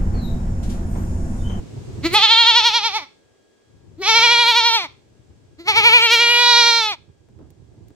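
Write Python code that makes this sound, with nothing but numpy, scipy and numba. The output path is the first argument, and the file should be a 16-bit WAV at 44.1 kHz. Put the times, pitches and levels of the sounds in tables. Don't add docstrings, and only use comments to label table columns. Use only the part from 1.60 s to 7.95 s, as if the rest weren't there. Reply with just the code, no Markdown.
import sys
import numpy as np
from scipy import signal
from scipy.fft import rfft, irfft, next_fast_len
from scipy.io import wavfile
from scipy.ndimage import uniform_filter1d, minimum_filter1d, map_coordinates
from numba import njit

SR = 44100
rng = np.random.default_rng(int(sys.argv[2]) if len(sys.argv) > 2 else 0)


def master(y):
    cut = np.clip(np.atleast_2d(y).T, -1, 1)
    pcm = np.round(cut * 32767)
    wavfile.write(sys.argv[1], SR, pcm.astype(np.int16))


N = 280025
TIME = np.arange(N) / SR
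CUTOFF_HZ = 15800

# (t/s, level/dB)
BREEZE_LEVEL = [(0.0, -37), (0.1, -41.5), (0.19, -34), (0.25, -45), (0.3, -34.5), (0.55, -36.5),
                (0.65, -59), (0.99, -57), (1.98, -78.5), (2.14, -56), (2.65, -50), (3.0, -58), (4.08, -55),
                (4.23, -40.5), (4.35, -54.5), (5.69, -58.5), (5.77, -51), (6.35, -53)]
# (t/s, peak level/dB, length/s at half height)
GUSTS = [(0.191, -36, 0.013), (5.495, -46, 0.031)]
# (f/Hz, level/dB per Hz)
BUFFET_COLOUR = [(15, -46.5), (25, -24.5), (75, -2.5), (113, -2), (219, -14.5), (368, -13.5), (551, -32),
                 (911, -32.5), (1200, -43), (1560, -76.5), (2640, -120)]
# (t/s, left-right level/dB)
BREEZE_SIDE = [(.4, -3), (.7, 6), (3.8, 4.5), (5.6, -7)]
# (f/Hz, level/dB per Hz)
AIR_COLOUR = [(120, -20.5), (200, -10), (400, -4), (700, -14.5), (1000, -21), (1700, -23.5), (3300, -25.5),
              (8000, -27.5), (9500, -37.5), (15500, -49)]
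# (t/s, level/dB)
AIR_LEVEL = [(0, -47), (.42, -44.5), (.6, -55.5), (1.8, -59.5), (3.7, -59), (5.6, -62), (6.35, -60.5)]
# (f/Hz, level/dB)
WHINE = [(1642, -79), (3284, -83)]

# (t/s, pitch f/Hz, level/dB, quaver depth/Hz; below 0 is none)
BLEAT_1 = [(0.42, 244.7, -33.5, 3), (0.516, 358, -31, 6), (0.542, 427.6, -9, 48.5), (0.661, 454.4, -9, 48),
           (0.776, 469, -10, 12.5), (0.955, 484.6, -8.5, 48.5), (1.174, 477, -13.5, 62.5),
           (1.371, 443.6, -19, 81.5), (1.47, 230, -42, 1.5)]
BLEAT_2 = [(2.37, 286, -43.5, 6.5), (2.454, 399, -18, 16), (2.488, 449.5, -12, 13), (2.655, 483.3, -9, 27),
           (2.775, 479, -12, 9.5), (2.949, 485, -10.5, 41.5), (3.151, 470.8, -13.5, 19.5),
           (3.245, 331.4, -27.5, 12), (3.285, 211, -30, -2.5)]
BLEAT_3 = [(3.974, 258.5, -52.5, 1), (4.053, 354.3, -43.5, 0), (4.081, 436.6, -13, 71.5),
           (4.336, 492.5, -4.5, 44.5), (4.44, 473.3, -11.5, 30.5), (4.542, 480.6, -9.5, 34.5),
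           (4.66, 475.9, -12.5, 6.5), (4.826, 485.8, -11, 5), (4.976, 481.3, -8.5, 12),
           (5.175, 465.6, -14.5, 4), (5.314, 412.7, -22, 7), (5.369, 239, -32.5, -1)]
# (t/s of an early catch, quaver f/Hz at that catch, slowing/Hz per s,
# grunt centre t/s, grunt lift level/dB, opening rasp 0-1)
DELIVERY = [(.603, 12.91, 4.64, .46, 17.5, 0), (2.531, 13.21, 4.27, 2.405, 2, .03),
            (4.137, 11.53, .96, 4.003, 11.5, .15)]
CATCH_DB_PER_HZ = 0.17
GRUNT_S, GRUNT_RISE_HZ = .074, 44.78
ATTACK_S, RELEASE_S = 0.016, 0.034
ROUGH_CLEAR, ROUGH_PER_HZ, ROUGH_LOW, ROUGH_BREAK = .06, .002, .15, .22
LOW_HZ, LOW_RANGE_HZ = 400, 100
BREAK_AFTER_S, BREAK_S = .065, .06
RASP_AFTER_S, RASP_S = .19, .6
# (f/Hz, level/dB)
RUSH_COLOUR = [(600, -10), (2400, -2), (5000, 2.5), (10000, 17.5)]
# (t/s, jaw 0 shut - 1 parted - 2 wide and no wider, tongue out 0-1)
MOUTH = [(.538, 0.17, 0.48), (.553, 1.5, 0), (.7, 2.23, 0.1), (1.0, 1.66, 0), (1.28, 1.53, 0),
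         (1.42, 0.88, 0), (2.412, 0.018, 0), (2.441, 1.31, 0.34), (2.62, 1.24, 0.55), (2.76, 1.33, 0.6),
         (2.88, 1.48, 0.35), (3.14, 1.53, 0.26), (3.25, 0.9, 0), (4.043, 0.24, 0.26), (4.082, 1.01, 0.24),
         (4.35, .98, 0.54), (4.53, 1.29, 0.96), (4.74, 1.18, 0.95), (4.88, 1.76, 0.6), (5.04, 1.505, 0.8),
         (5.2, 1.59, 0.73), (5.33, 1.22, 0)]
# (nose level/dB, first f/Hz, level/dB, second f/Hz, level/dB,
# third f/Hz, level/dB, fourth f/Hz, level/dB, fifth level/dB, brightness level/dB)
JAW_SHAPES = [(17, 950, -39.5, 1800, -7.5, 2600, -11, 4200, 11.5, -21, -20),
              (-9, 930, 9.5, 2270, 21, 3540, 16.5, 4350, 12.5, 7.5, 2.5),
              (-16.5, 690, 4.5, 2650, 2, 3306, 30, 4230, 8.5, 4, -0.5)]
TONGUE_SHAPES = [(-2.5, 760, -18, 2535, 20.6, 2850, 14.1, 4116, 9, 2.5, 3),
                 (-20.5, 1200, -2, 2341, 4.2, 4060, 8, 4140, 18, 10.5, -8)]
NOSE_HZ, FIFTH_HZ, BRIGHT_HZ = 326, 5640, 10200
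RESONANCE_WIDTHS = [147, 203, 172, 391, 300, 618, 4886]
# (t/s, level/dB)
TREBLE = [(.6, -2.5), (.78, -13.5), (1.0, 4.5), (1.35, 6.5), (2.5, 8.5), (2.7, 2), (2.86, -8), (3.0, 2.5),
          (3.2, 4), (4.15, 1), (4.36, -8.5), (4.53, 2.5), (4.72, -9), (5.0, 3.5), (5.3, 2)]
# (f/Hz, level/dB)
VOICE_COLOUR = [(250, 5), (480, -3.5), (900, 4), (1350, -1.5), (1620, -12), (1900, -7), (3000, -15),
                (4300, -15.5), (5000, -16), (6800, -21.5), (8600, -32), (11500, -29), (15000, -36)]
# (f/Hz, width/Hz)
LINGER = [(2500, 800), (4200, 1000)]
# (t/s, peak level/dB, length/s)
LIP_HISS = (.546, -27, 0.059)
# (low f/Hz, high f/Hz)
LIP_BAND = (7500, 12500)

# (t/s, left-right treble level/dB, lead of the left side/ms)
HEAD = [(.6, -7, 0.043), (1.0, 0, 0.036), (1.35, -7.5, -0.088), (2.45, -6, -0.061), (2.85, -4.5, -0.027),
        (3.2, -2, 0.11), (4.1, -5, 0.17), (4.39, 1, 0.17), (4.52, -3, .0), (4.72, -5.5, -0.068),
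        (4.9, -7.5, -0.043), (5.22, -7.5, -0.031), (5.33, -2, 0.13)]
SHADE_HZ, BODY_PAN_DB = 3300, 1.47
# (left delay/s, right delay/s, level/dB)
GROUND = (.0031, .0034, -14)
# (t/s, level/dB)
DISTANCE = [(.5, 7.5), (1.4, 3.5), (2.5, 6), (3.25, -0.5), (4.1, 1.5), (4.5, -1), (5.1, 1.5), (5.35, -9)]
# (left delay/s, right delay/s, level/dB)
ECHOES = [(0.022, .031, -25.5), (0.052, .047, -26.5), (0.084, .078, -36.5)]
# (f/Hz, level/dB)
YARD_COLOUR = [(200, -10), (900, -6), (3000, -3), (6000, -5.5), (15000, -16.5)]
YARD_T60_S, YARD_DB = 0.36, -21.5

# (t/s, peak level/dB, t60/s)
SCUFFS = [(5.688, -52, .08), (5.79, -43, .35), (6.14, -53, .15), (6.305, -47, .07)]
# (f/Hz, level/dB)
SCUFF_COLOUR = [(120, -16.5), (300, 6.5), (500, -4.5), (900, -15), (1500, -23), (2400, -42), (8000, -61)]
# (t/s, peak level/dB)
GRIT = [(5.904, -42), (6.283, -45)]


def from_db(db):
    return 10 ** (np.asarray(db) / 20)


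def rms_one(x):
    return x / np.sqrt(np.mean(x ** 2) + 1e-20)


def in_time(rows, t):
    s, *columns = np.transpose(rows)
    return [np.interp(t, s, c) for c in columns]


def swell(t, centre, length):
    return np.cos(np.pi * np.clip((t - centre) / length, -.5, .5)) ** 2


def burst(s, db, t60):
    decay_db = 60 * np.clip((TIME - s) / t60, 0, 2)
    return from_db(db - decay_db) * (TIME >= s)


def drift(rate_hz, size):
    pole = np.exp(-2 * np.pi * rate_hz / SR)
    noise = rng.standard_normal(size + SR // 2)
    return rms_one(signal.lfilter([1], [1, -2 * pole, pole * pole], noise)[-size:])


def port_noise(shared):
    return rng.standard_normal((2, N)) + shared * rng.standard_normal(N)


def colour(x, spectrum):
    size = 2 * next_fast_len(x.shape[-1] // 2 + SR // 20)
    hz, db = np.transpose(spectrum)
    freq = np.maximum(np.arange(size // 2 + 1) * SR / size, 1)
    cepstrum = irfft(np.log(from_db(np.interp(np.log(freq), np.log(hz), db))))
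    cepstrum[1:size // 2] *= 2
    cepstrum[size // 2 + 1:] = 0
    return irfft(rfft(x, size) * np.exp(rfft(cepstrum)))[..., :x.shape[-1]]


@njit
def band_pass(x, tune, damping):
    out, a, b = np.zeros(len(x)), 0., 0.
    for i in range(len(x)):
        band = (a + tune[i] * (x[i] - b)) / (1 + tune[i] * (tune[i] + damping[i]))
        a, b = 2 * band - a, b + 2 * tune[i] * band
        out[i] = damping[i] * band
    return out


def resonate(x, hz, width_hz, db):
    hz, gain = hz + np.zeros(len(x)), from_db(db)
    tune = np.tan(np.pi * hz / SR)
    damping = width_hz / hz / np.minimum(gain, 1)
    return x + (gain - 1) * band_pass(x, tune, damping)


def breeze(trim_db=3.5, lumpy_db=3.0, shared=.6):
    level = from_db(in_time(BREEZE_LEVEL, TIME)[0] + trim_db)
    for s, db, length in GUSTS:
        level = level + from_db(db) * swell(TIME, s, 2 * length)
    lean = from_db(np.outer([.5, -.5], in_time(BREEZE_SIDE, TIME)[0]))
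    eddies = port_noise(shared) * from_db(lumpy_db * drift(25, N))
    return level * lean * rms_one(colour(eddies, BUFFET_COLOUR))


def open_air(shared=0.12):
    hiss = rms_one(colour(port_noise(shared), AIR_COLOUR))
    return from_db(in_time(AIR_LEVEL, TIME)[0]) * hiss


def far_whine(waver=0.0032, fading_db=3):
    turn = 2 * np.pi * np.cumsum(1 + waver * drift(30, N)) / SR
    tones = sum(np.sqrt(2) * from_db(db) * np.sin(hz * turn) for hz, db in WHINE)
    return tones * from_db(fading_db * drift(1.8, N))


def quaver(t, catch_s, rate_hz, slowing):
    age = t - catch_s
    return np.cos(np.pi * (rate_hz * age - slowing * age ** 2 / 2)) ** 2


def hoarseness(t, pitch, sag_hz, grunt_s, rasp):
    low = np.clip((LOW_HZ - pitch) / LOW_RANGE_HZ, 0, 1)
    breaking = ROUGH_BREAK * swell(t, grunt_s + BREAK_AFTER_S, BREAK_S)
    opening = breaking + rasp * swell(t, grunt_s + RASP_AFTER_S, RASP_S)
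    return ROUGH_CLEAR + ROUGH_PER_HZ * sag_hz + ROUGH_LOW * low + opening


def folds(pitch, rough, jitter=0.038, shimmer=0.53, turbulence=0.33):
    size = len(pitch)
    uneven_pitch = pitch * (1 + jitter * rough * drift(74, size))
    phase = 2 * np.pi * np.cumsum(uneven_pitch) / SR
    harmonics = np.arange(1, CUTOFF_HZ // pitch.min())
    pulses = rms_one(sum(np.cos(k * phase) * (k * pitch < CUTOFF_HZ) for k in harmonics))
    uneven_level = 1 + shimmer * rough * drift(97, size)
    puffs = (1 + np.cos(phase)) * colour(rng.standard_normal(size), RUSH_COLOUR)
    return pulses * uneven_level + turbulence * rough * puffs


def mouth_shape(t):
    jaw, tongue = in_time(MOUTH, t)
    tongue = np.clip(tongue, 0, 1)
    shape = []
    for by_jaw, with_tongue in zip(np.transpose(JAW_SHAPES), np.transpose(TONGUE_SHAPES)):
        tongue_in = np.interp(jaw, np.arange(len(by_jaw)), by_jaw)
        tongue_out = np.interp(jaw, [1, 2], with_tongue)
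        shape.append((1 - tongue) * tongue_in + tongue * tongue_out)
    return shape


def throat(x, t, slack_db, dulling=0.35):
    nose_db, *formants, fifth_db, bright_db = mouth_shape(t)
    centres = [NOSE_HZ, *formants[::2], FIFTH_HZ, BRIGHT_HZ]
    fifth_db = fifth_db + in_time(TREBLE, t)[0]
    lifts = [nose_db, *formants[1::2], fifth_db, bright_db - dulling * slack_db]
    x = colour(x, VOICE_COLOUR)
    for hz, width_hz, db in zip(centres, RESONANCE_WIDTHS, lifts):
        x = resonate(x, hz, width_hz, db)
    for hz, width_hz in LINGER:
        x = x - 2 * signal.lfilter(*signal.iirpeak(hz, hz / width_hz, fs=SR), x)
    return x


def bleat(course, catch_s, rate_hz, slowing, grunt_s, grunt_db, rasp):
    span = (TIME >= course[0][0]) & (TIME <= course[-1][0])
    t, out = TIME[span], np.zeros(N)
    pitch, level_db, depth_hz = in_time(course, t)
    grunt = swell(t, grunt_s, GRUNT_S)
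    sag_hz = np.maximum(depth_hz, 0) * quaver(t, catch_s, rate_hz, slowing)
    slack_db = CATCH_DB_PER_HZ * sag_hz
    rough = hoarseness(t, pitch, sag_hz, grunt_s, rasp)
    pulses = folds(pitch + GRUNT_RISE_HZ * grunt - sag_hz, rough)
    voice = throat(pulses, t, slack_db)
    power = uniform_filter1d(uniform_filter1d(voice ** 2, size=400), size=300)
    steady = voice / np.sqrt(power + 1e-12)
    fade = np.clip(np.minimum((t - t[0]) / ATTACK_S, (t[-1] - t) / RELEASE_S), 0, 1) ** 2
    out[span] = steady * from_db(level_db + grunt_db * grunt - slack_db) * fade
    return out


def lips():
    s, db, length = LIP_HISS
    band = signal.butter(2, LIP_BAND, "band", fs=SR, output="sos")
    air = signal.sosfilt(band, rng.standard_normal(N))
    return from_db(db) * swell(TIME, s, length) * rms_one(air)


def shade(pan_db):
    return np.sqrt(2 / (1 + from_db(-2 * pan_db)))


def delayed(x, seconds):
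    return np.interp(TIME - seconds, TIME, x, left=0)


def echo(x, left_s, right_s, db):
    return from_db(db) * np.array([delayed(x, left_s), delayed(x, right_s)])


def place(x):
    pan_db, lead_ms = in_time(HEAD, TIME)
    lead_s = lead_ms / 1000
    body = signal.sosfiltfilt(signal.butter(4, SHADE_HZ, fs=SR, output="sos"), x)
    treble = x - body
    ports = []
    for side in (1, -1):
        heard = body * shade(side * BODY_PAN_DB) + treble * shade(side * pan_db)
        read_at = np.arange(N) + side * lead_s * SR / 2
        ports.append(map_coordinates(heard, [read_at], order=3))
    return np.array(ports) + echo(x, *GROUND)


def yard(x):
    sent = x * from_db(in_time(DISTANCE, TIME)[0])
    tail = colour(rng.standard_normal((2, SR)), YARD_COLOUR) * from_db(-60 * TIME[:SR] / YARD_T60_S)
    tail /= np.sqrt(np.sum(tail ** 2) / 2)
    scatter = from_db(YARD_DB) * signal.fftconvolve(sent[None], tail, axes=1)[:, :N]
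    return scatter + sum(echo(sent, *row) for row in ECHOES)


def hooves(shared=1.0):
    rub = rms_one(colour(port_noise(shared), SCUFF_COLOUR))
    return sum(burst(*row) for row in SCUFFS) * rub


def grit(t60=0.023, trim_db=-8, low_hz=1500):
    level = sum(burst(s, db + trim_db, t60) for s, db in GRIT)
    high_pass = signal.butter(2, low_hz, "high", fs=SR, output="sos")
    return level * signal.sosfilt(high_pass, rng.standard_normal((2, N)))


def scene():
    surroundings = breeze() + open_air() + far_whine()
    calls = zip((BLEAT_1, BLEAT_2, BLEAT_3), DELIVERY)
    goat = sum(bleat(course, *delivery) for course, delivery in calls) + lips()
    return surroundings + place(goat) + yard(goat) + hooves() + grit()


def record(dry):
    allowed = 1 / np.maximum(np.abs(dry), 1)
    gain = uniform_filter1d(minimum_filter1d(allowed, size=301), size=301)
    low_pass = signal.ellip(12, .1, 80, CUTOFF_HZ, fs=SR, output="sos")
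    return signal.sosfilt(low_pass, .98 * gain * dry)


dry = scene()
out = record(dry)
master(out)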